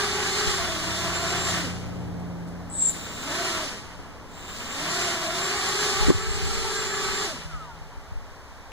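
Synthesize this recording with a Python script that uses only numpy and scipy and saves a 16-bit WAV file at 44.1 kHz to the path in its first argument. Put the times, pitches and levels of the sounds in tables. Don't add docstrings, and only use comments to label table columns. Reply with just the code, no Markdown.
import sys
import numpy as np
from scipy import signal
from scipy.fft import rfft, irfft
from scipy.io import wavfile
from scipy.ndimage import uniform_filter1d

SR = 44100
rng = np.random.default_rng(int(sys.argv[2]) if len(sys.argv) > 2 else 0)


def master_out(mix):
    frames = np.transpose(np.atleast_2d(mix))
    ceiling = np.clip(frames, -1, 1)
    pcm = np.round(ceiling * 32767).astype(np.int16)
    wavfile.write(sys.argv[1], SR, pcm)


N = 384534
TIME = np.arange(N) / SR
FREQ = np.maximum(np.fft.rfftfreq(N, 1 / SR), 1)
PWM_HZ = 8020
POLES_PER_BLADE = 14 / 3
CATCH_S = 2.907
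# t/s, reference blade-pass f/Hz, spread of rotor speeds/%
THROTTLE = [
    [(0, 394.3, 5.4), (.5, 396.3, 5.4), (.62, 354.3, 5.5), (.78, 326.7, 6.5), (1, 344.6, 7),
     (1.3, 367.5, 7), (1.45, 368.2, 7.3), (1.61, 332.2, 7)],
    [(2.715, 3, 5), (2.89, 160, 6), (2.95, 212, 7), (3.17, 222, 7), (3.36, 353, 7), (3.48, 357, 7.6),
     (3.63, 338, 7.5)],
    [(4.27, 64.8, 7), (4.45, 185.3, 7), (4.72, 264, 7), (4.9, 351, 7.6), (5.04, 371.2, 7.4), (5.27, 335, 6),
     (5.5, 379, 6.5), (5.68, 394.7, 6.6), (6.05, 399, 5.8), (6.3, 411.6, 6.6), (6.55, 419, 7.2),
     (6.85, 405.2, 6), (7.25, 403.8, 5.2)],
]
# offset from the reference speed/spreads, level of its hum/dB
ROTORS = [(-2, -15.5), (-1, 2), (-.25, 3), (1, 2)]


def undb(db):
    return 10 ** (np.asarray(db) / 20)


def curve(rows, axis=1):
    rows = np.asarray(rows, float)
    return np.interp(TIME, rows[:, 0], rows[:, axis])


def response(points):
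    hz, db = np.transpose(points)
    return undb(np.interp(np.log(FREQ), np.log(hz), db))


def colour(x, gain):
    return irfft(rfft(x) * gain, N)


def unit(x):
    return x / np.sqrt(np.mean(x ** 2))


def noise():
    return rng.standard_normal((2, N))


def walk(rate):
    hold = max(int(SR / rate), 2)
    levels = np.random.default_rng(rng.integers(2 ** 31)).standard_normal(N // hold + 2)
    held = np.repeat(levels, hold)
    return 1.3 * uniform_filter1d(uniform_filter1d(held, hold), hold)[:N]


def tone(turns):
    angle = (2 * np.pi * (turns % 1)).astype(np.float32)
    phase = rng.uniform(0, 2 * np.pi, (2, 1)).astype(np.float32)
    return np.sqrt(2) * np.sin(angle + phase)


def since(s):
    return np.maximum(TIME - s, 0)


def lag(x, seconds):
    keep = np.exp(-1 / (seconds * SR))
    return signal.lfilter([1 - keep], [1, -keep], x)


def swells(rows):
    return sum(undb(db) * np.exp(-np.abs(TIME - s) / width) for s, db, width in rows)


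def rotor_speed():
    drag_per_pass, friction_hz_per_s = .0135, 55
    hz = np.zeros(N)
    knee_hz = np.sqrt(friction_hz_per_s / drag_per_pass)
    for burst in THROTTLE:
        start = burst[0][0]
        stop, last_hz, _ = burst[-1]
        angle = np.arctan(last_hz / knee_hz) - drag_per_pass * knee_hz * since(stop)
        coast = knee_hz * np.tan(np.maximum(angle, 0))
        powered = np.where(TIME < stop, curve(burst), coast)
        hz = np.where(TIME < start, hz, powered)
    return hz


def rotors(hz, wander=.004, flutter=0.00289):
    spread = curve([row for burst in THROTTLE for row in burst], axis=2) / 100
    passes = []
    for offset, _ in ROTORS:
        nudged = 1 + wander * walk(6) + flutter * walk(45)
        passes.append(np.cumsum(hz * (1 + offset * spread) * nudged) / SR)
    return passes


def blade_hum(passes, speed, slope_db=-4.5, patchy_db=4.5, imbalance_db=-19, jitter=0.17, throb_db=2.0,
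              smear=0.019):
    # f/Hz, level/dB
    deck = [(60, -14), (200, 0), (280, 0.5), (340, -7), (392, -1.25), (430, -0.5), (540, -4.5), (660, 4),
            (745, -7), (830, -2.5), (950, -2), (1070, 0.5), (1220, -2), (1330, 3), (1550, -1.5), (1710, 2),
            (2100, 0.5), (2500, -1), (4000, -54)]
    hum = 0
    for p, (_, db) in zip(passes, ROTORS):
        shaken = p + (smear + jitter * (1.05 - speed)) * walk(70)
        overtones = sum(undb(slope_db * np.log2(k) + patchy_db * walk(36)) * tone(k * shaken)
                        for k in range(2, 9))
        shaft = sum(tone(k * p / 3) for k in (2, 10, 11, 13, 14))
        fundamental = undb(throb_db * walk(14)) * tone(p)
        hum = hum + undb(db) * (fundamental + overtones + undb(imbalance_db) * shaft)
    return colour(hum / 2, response(deck))


def mounts():
    # f/Hz, width/Hz, level/dB
    resonances = [(3437, 60, -7), (3600, 20, -3.5), (3940, 17, -6.5), (4236, 74, -2.5), (4520, 130, -4)]
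    return np.sqrt(sum(undb(db) ** 2 / (1 + (2 * (FREQ - hz) / width) ** 2) for hz, width, db in resonances))


def air_noise(passes, spectrum, chop=.6, throb=0.14, flicker_db=1, echo_db=-13, ripple_hz=190, ring=0):
    chopping = chop * sum(np.cos(2 * np.pi * p) for p in passes) / len(passes)
    beating = throb * np.cos(2 * np.pi * (passes[3] - passes[2]))
    pulsing = 1 + chopping + beating
    echo = 1 + undb(echo_db) * np.exp(-2j * np.pi * FREQ / ripple_hz) / (1 + (FREQ / 4500) ** 2)
    gain = response(spectrum) * echo * (1 + ring * mounts())
    return unit(colour(noise() * pulsing, gain)) * undb(flicker_db * walk(22))


def motor_current():
    attack_s, release_s = 0.25, 0.0073
    current = 0
    for burst in THROTTLE:
        rise = 1 - np.exp(-since(burst[0][0]) / attack_s)
        current = current + rise * np.exp(-since(burst[-1][0]) / release_s)
    return current


def motor_whine(passes, speed, pull_db=-44.0, rasp_db=-41, switch_db=-63, judder=0.034):
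    # f/Hz, level/dB
    pole_band = [(2800, -26), (3600, -32), (4200, -10), (5200, -24), (6400, -20), (6850, -7), (7120, 5.5),
                 (7480, 5), (7750, -4), (8100, -28)]
    # f/Hz, level/dB
    rasp_band = [(2800, -26), (3700, -3.5), (5000, -23), (6600, -15), (7080, -5), (7600, -1), (7950, -21),
                 (9000, -23.5)]
    pull, switching = 0, 0
    for p in passes:
        poles = POLES_PER_BLADE * p
        shaken = poles + judder * walk(160)
        pull = pull + sum(tone(k * shaken) * undb(2 * walk(8) + 3.8 * walk(45)) for k in (2, 4))
        pair = tone(2 * PWM_HZ * TIME - poles) + 0.58 * tone(2 * PWM_HZ * TIME - 3 / 2 * poles)
        switching = switching + pair * undb(2.4 * walk(40))
    pull = colour(pull, response(pole_band)) * speed ** 3
    rasp = unit(colour(noise(), response(rasp_band))) * undb(2 * walk(39.75)) * (1.5 - speed)
    return (undb(pull_db) * pull + undb(rasp_db) * rasp + undb(switch_db) * switching) * motor_current()


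def bearing_whine(passes, speed, db=-37, flicker_db=3, rattle=0.023):
    bearing_tones = [(2, 26), (3, 26), (3, 28), (3, 29), (3, 30), (3, 33)]
    lines = 0
    for rotor, k in bearing_tones:
        line = tone(k * passes[rotor] / 3 + rattle * walk(150))
        lines = lines + line * undb(flicker_db * walk(18))
    return undb(db) * colour(lines, mounts()) * speed ** 2


def garden_quiet():
    # f/Hz, level/dB
    spectrum = [(30, 14.5), (85, 9.5), (160, -8.5), (230, -1.5), (290, -7.5), (400, -0.5), (900, 3),
                (1500, -1.5), (2500, -8), (3700, -12.5), (5800, -13), (7500, -19.5), (11000, -25),
                (15500, -27)]
    bed = undb(-44.0) * unit(colour(noise(), response(spectrum)))
    return bed * undb(.6 * walk(1.9))


def buffets(crack_db=-19, far_port_db=-1, port_lag_s=0.00048, low_cut_hz=18):
    # t/s, level before the onset and decay/dB, f/Hz, decay/s
    eddies = [(.47, -16, 45, 0.018), (.6, -28, 49, .015), (1.081, -29, 54.84, .018),
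              (1.248, -32, 60.4, .015), (1.86, -28, 60, 0.017), (3.99, -29, 45.6, 0.018),
              (6.008, -9, 27.97, 0.027), (6.07, -6, 45, .012), (6.0817, -5.5, 280, 0.0068),
              (6.088, -12.5, 418, 0.016), (6.095, -1, 127, 0.0056), (6.1023, 3.5, 343, 0.0042),
              (6.1035, -5, 1080, 0.0019), (6.1128, -2, 298, 0.0044), (6.146, -6, 90, .018),
              (6.304, -7, 50.1, 0.015), (6.528, -14, 44.55, 0.013), (7.455, -20, 65, .01),
              (7.536, -20, 45, 0.021), (7.81, -25, 60, 0.0096), (7.97, -25, 45.4, 0.02),
              (8.119, -21, 85, 0.011), (8.155, -17, 24, 0.025)]
    # t/s, level at the peak/dB, rise and fall/s
    gusts = [(.65, -43, 0.26), (1.3, -51, .4), (6.09, -22.5, 0.052), (6.45, -18.5, 0.18), (7.1, -37, .16),
             (7.6, -44, .1), (8.22, -49, .08)]
    breeze_db = -54
    puff = unit(colour(noise(), response([(100, 14), (1100, 5), (1600, -28), (4000, -42)])))[0]
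    slaps = 0
    for s, db, hz, decay in eddies:
        age = since(s)
        envelope = np.exp(-age / decay) * (1 - np.exp(-age / 0.0012))
        swing = -np.sin(2 * np.pi * hz * age) + undb(crack_db) * (hz / 370) ** 2 * puff
        slaps = slaps + undb(db) * envelope * swing
    rumble_band = [(10, -1), (25, 5), (60, 2), (110, -3), (220, -13), (500, -32), (2000, -80)]
    rumble = unit(colour(noise(), response(rumble_band)))[0]
    gusty = rumble * (undb(breeze_db) + swells(gusts)) * undb(0.92 * walk(14))
    wind = colour(slaps, 1 / (1 + low_cut_hz / (1j * FREQ))) + gusty
    later = colour(wind, np.exp(-2j * np.pi * FREQ * port_lag_s))
    return np.array([wind, -undb(far_port_db) * later])


def far_engine(side_db=-4, waver=0.00843, throb_db=1.64):
    # f/Hz, level within the engine/dB, loudest at t/s, rise/s, fall/s
    engine_lines = [(54, -52, 1.2, 1, .96), (87.2, -41, 1.68, .85, 0.42), (104, -47.5, 1.97, 0.22, 0.23),
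                    (121.7, -40, 2.1, 0.36, 0.18), (174, -37, 2.39, 0.72, 0.18),
                    (234, -54.5, 2.02, .95, 0.88), (285.7, -49, 1.79, 0.52, 1)]
    nearest_s, near_s, level_db = 1.95, 0.66, -0.85
    speed_m_s, sound_m_s, falloff = 3.49, 343, 1.055
    along = (TIME - nearest_s) / near_s
    distance = np.hypot(1, along)
    doppler = 1 - speed_m_s / sound_m_s * along / distance
    lines = 0
    for hz, db, s, rise, fall in engine_lines:
        passing = np.hypot(1, (TIME - s) / np.where(TIME < s, rise, fall)) ** -falloff
        level = undb(db + throb_db * walk(11)) * passing
        lines = lines + level * tone(np.cumsum(hz * doppler * (1 + waver * walk(12))) / SR)
    roar_band = [(50, -37), (100, 4.0), (290, 4.5), (400, 2.0), (800, -2.0), (1500, -23.0), (4000, -39)]
    roar = unit(colour(noise(), response(roar_band)))
    lines = lines + undb(-40.5) * distance ** -falloff * roar
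    mid, side = lines * undb(level_db)
    return mid + undb(side_db) * side * np.array([[1], [-1]])


def coasting(passes, patchy_db=5.5):
    cogging_tones = [(1, 28), (0, 35), (2, 42)]
    cogging_db = [-3.5, -6.5, -4.5]
    # f/Hz, level/dB
    frame = [(600, -38), (950, -7), (1150, -6), (1300, 4.5), (1420, -2), (1750, -9), (2000, -4), (2200, -8),
             (2600, -24)]
    run_down_db = [-57, -58, -44.5]
    run_down_s = .38
    cogging = 0
    for (rotor, k), db in zip(cogging_tones, cogging_db):
        cogging = cogging + tone(k * passes[rotor] / 3) * undb(db + patchy_db * walk(25))
    envelope = 0
    for burst, db in zip(THROTTLE, run_down_db):
        age = since(burst[-1][0]) / run_down_s
        envelope = envelope + undb(db) * (age * np.exp(1 - age)) ** 2
    return colour(cogging, response(frame)) * envelope


def scuffs(grain_db=3):
    # t/s, level before the grain/dB, rise and fall/s
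    scuff_times = [(2.2, -58, .008), (2.485, -58, .012), (2.515, -60, .012)]
    dry_band = [(1500, -20), (3500, -3), (7000, 0), (10000, -1), (15000, -18)]
    scrape = unit(colour(noise(), response(dry_band)))
    return scrape * swells(scuff_times) * undb(grain_db * walk(250))


def start_surge():
    start_s, rise_s, release_s, ring_s = 2.7, 0.12, 0.0067, 0.07
    held_db, growth_db, ring_db = -24, 19.5, -10
    growing = undb(held_db - growth_db * np.maximum(1 - since(start_s) / rise_s, 0))
    age = since(CATCH_S)
    release = np.maximum(np.exp(-age / release_s), undb(ring_db) * np.exp(-age / ring_s))
    return (TIME > start_s) * growing * release


def start_squeal(passes, carrier_db=-8, rough_db=3.5, stumble=0.16, rasp_db=-9, catch_db=-43):
    # f/Hz, level/dB
    bell = [(900, -62), (3000, -26), (3600, -36), (4200, -12), (5200, -10), (6500, -6), (6900, -14),
            (7130, -3.5), (7400, 1.5), (7700, 0), (8200, -10), (9000, -34), (15000, -12)]
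    sidebands = 0
    for p in passes:
        poles = POLES_PER_BLADE * p + stumble * walk(300)
        pair = tone(PWM_HZ * TIME - poles) + tone(PWM_HZ * TIME + poles)
        pair = pair + tone(PWM_HZ * TIME + 3 * poles) / 4
        sidebands = sidebands + pair * undb(rough_db * walk(470))
    rasp_band = [(5500, -19.5), (6700, -15), (7350, 4.0), (7700, -7), (8300, -11), (12000, -34)]
    rasp = unit(colour(noise(), response(rasp_band)))
    carrier = undb(carrier_db) * tone(PWM_HZ * TIME)
    squeal = colour(sidebands / 2, response(bell)) + carrier + undb(rasp_db) * rasp
    spit = unit(colour(noise(), response([(7000, -28), (9000, 2), (15000, -16)])))
    spit = spit * np.exp(-np.abs(TIME - CATCH_S) / 0.054)
    return squeal * start_surge() + undb(catch_db) * spit


def catch_chirp(start_hz=8800, sweep_s=0.023, lead_s=0.013, db=-45, rough_db=3, scatter=0.059):
    progress = since(CATCH_S - lead_s) / sweep_s
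    hz = start_hz * 2 ** np.minimum(progress, 1) * (1 + scatter * walk(1500))
    hz = np.minimum(hz, SR * .45)
    envelope = 2 * progress * np.exp(1 - 2 * progress) * (progress < 1)
    return undb(db + rough_db * walk(500)) * envelope * tone(np.cumsum(hz) / SR)


def far_drone(hz=160, waver=0.0078):
    # t/s, level before the slow throb/dB, rise and fall/s
    drone_swells = [(3.2, -75, 0.26), (5.05, -45.5, 0.36), (7.5, -48, 0.33)]
    note = tone(np.cumsum(hz * (1 + waver * walk(18))) / SR)
    return note * swells(drone_swells) * undb(2 * walk(13))


def stereo_pair(x):
    # f/Hz, side minus mid level/dB
    width = [(40, 4.5), (130, -12), (260, -8.5), (400, -16), (950, -15), (1310, -28.5), (1650, -14.5),
             (2000, -2), (2480, 11), (2590, 19.5), (2720, 23.5), (2830, 9.5), (3200, 2.5), (3900, -13),
             (4500, 2), (5300, 9), (6200, -2), (7000, -2.5), (8200, 4), (9600, -3), (11000, 2)]
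    ratio = response(width)
    shares = np.array([np.ones_like(ratio), ratio]) / np.sqrt(1 + ratio ** 2)
    mid, side = colour(x, shares)
    return np.array([mid + side, mid - side])


def gain_control(x):
    duck_above_db, attack_s, recover_db_per_s = -7.5, 0.008, 4.5
    peak_db = 20 * np.log10(np.abs(x).max(axis=0) + 1e-9)
    excess_db = np.maximum(peak_db - duck_above_db, 0)
    recovery_db = recover_db_per_s * TIME
    held_db = np.maximum.accumulate(excess_db + recovery_db) - recovery_db
    return x * undb(-lag(held_db, attack_s))


def scene():
    # f/Hz, level/dB
    rush = [(40, -6), (130, -4.5), (280, -6), (400, -3), (540, -8.5), (680, -4.5), (950, -4), (1130, 0.5),
            (1650, -2), (2200, -2.5), (3000, -0.5), (5000, -53)]
    hiss = [(1200, -48), (2200, -23), (2800, -12.5), (3300, 0.5), (5000, 1.1), (6400, -1.5), (7600, -4),
            (8600, -7.5), (11000, -12.5), (12800, -19), (15500, -23.5)]
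    wake_s = 0.019
    hz = rotor_speed()
    passes = rotors(hz)
    speed = hz / hz.max()
    wake = np.maximum(speed, lag(speed, wake_s))
    propellers = undb(-32.5) * speed ** 3.53 * blade_hum(passes, speed)
    propellers = propellers + undb(-29.0) * wake ** 2.08 * air_noise(passes, rush, chop=0.62)
    hissing = air_noise(passes, hiss, chop=0.24, throb=0.045, ring=0.13)
    propellers = propellers + undb(-29.0) * wake ** 2.57 * hissing
    motors = motor_whine(passes, speed) + bearing_whine(passes, speed) + coasting(passes)
    motors = motors + start_squeal(passes) + catch_chirp()
    paired = stereo_pair(propellers + motors + garden_quiet() + scuffs() + far_drone())
    return paired + buffets() + far_engine()


def record(dry):
    top_hz = 15500
    top_cut = signal.ellip(10, .1, 80, top_hz, fs=SR, output="sos")
    return signal.sosfilt(top_cut, gain_control(np.clip(dry, -1, 1)))


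dry = scene()
out = record(dry)
master_out(out)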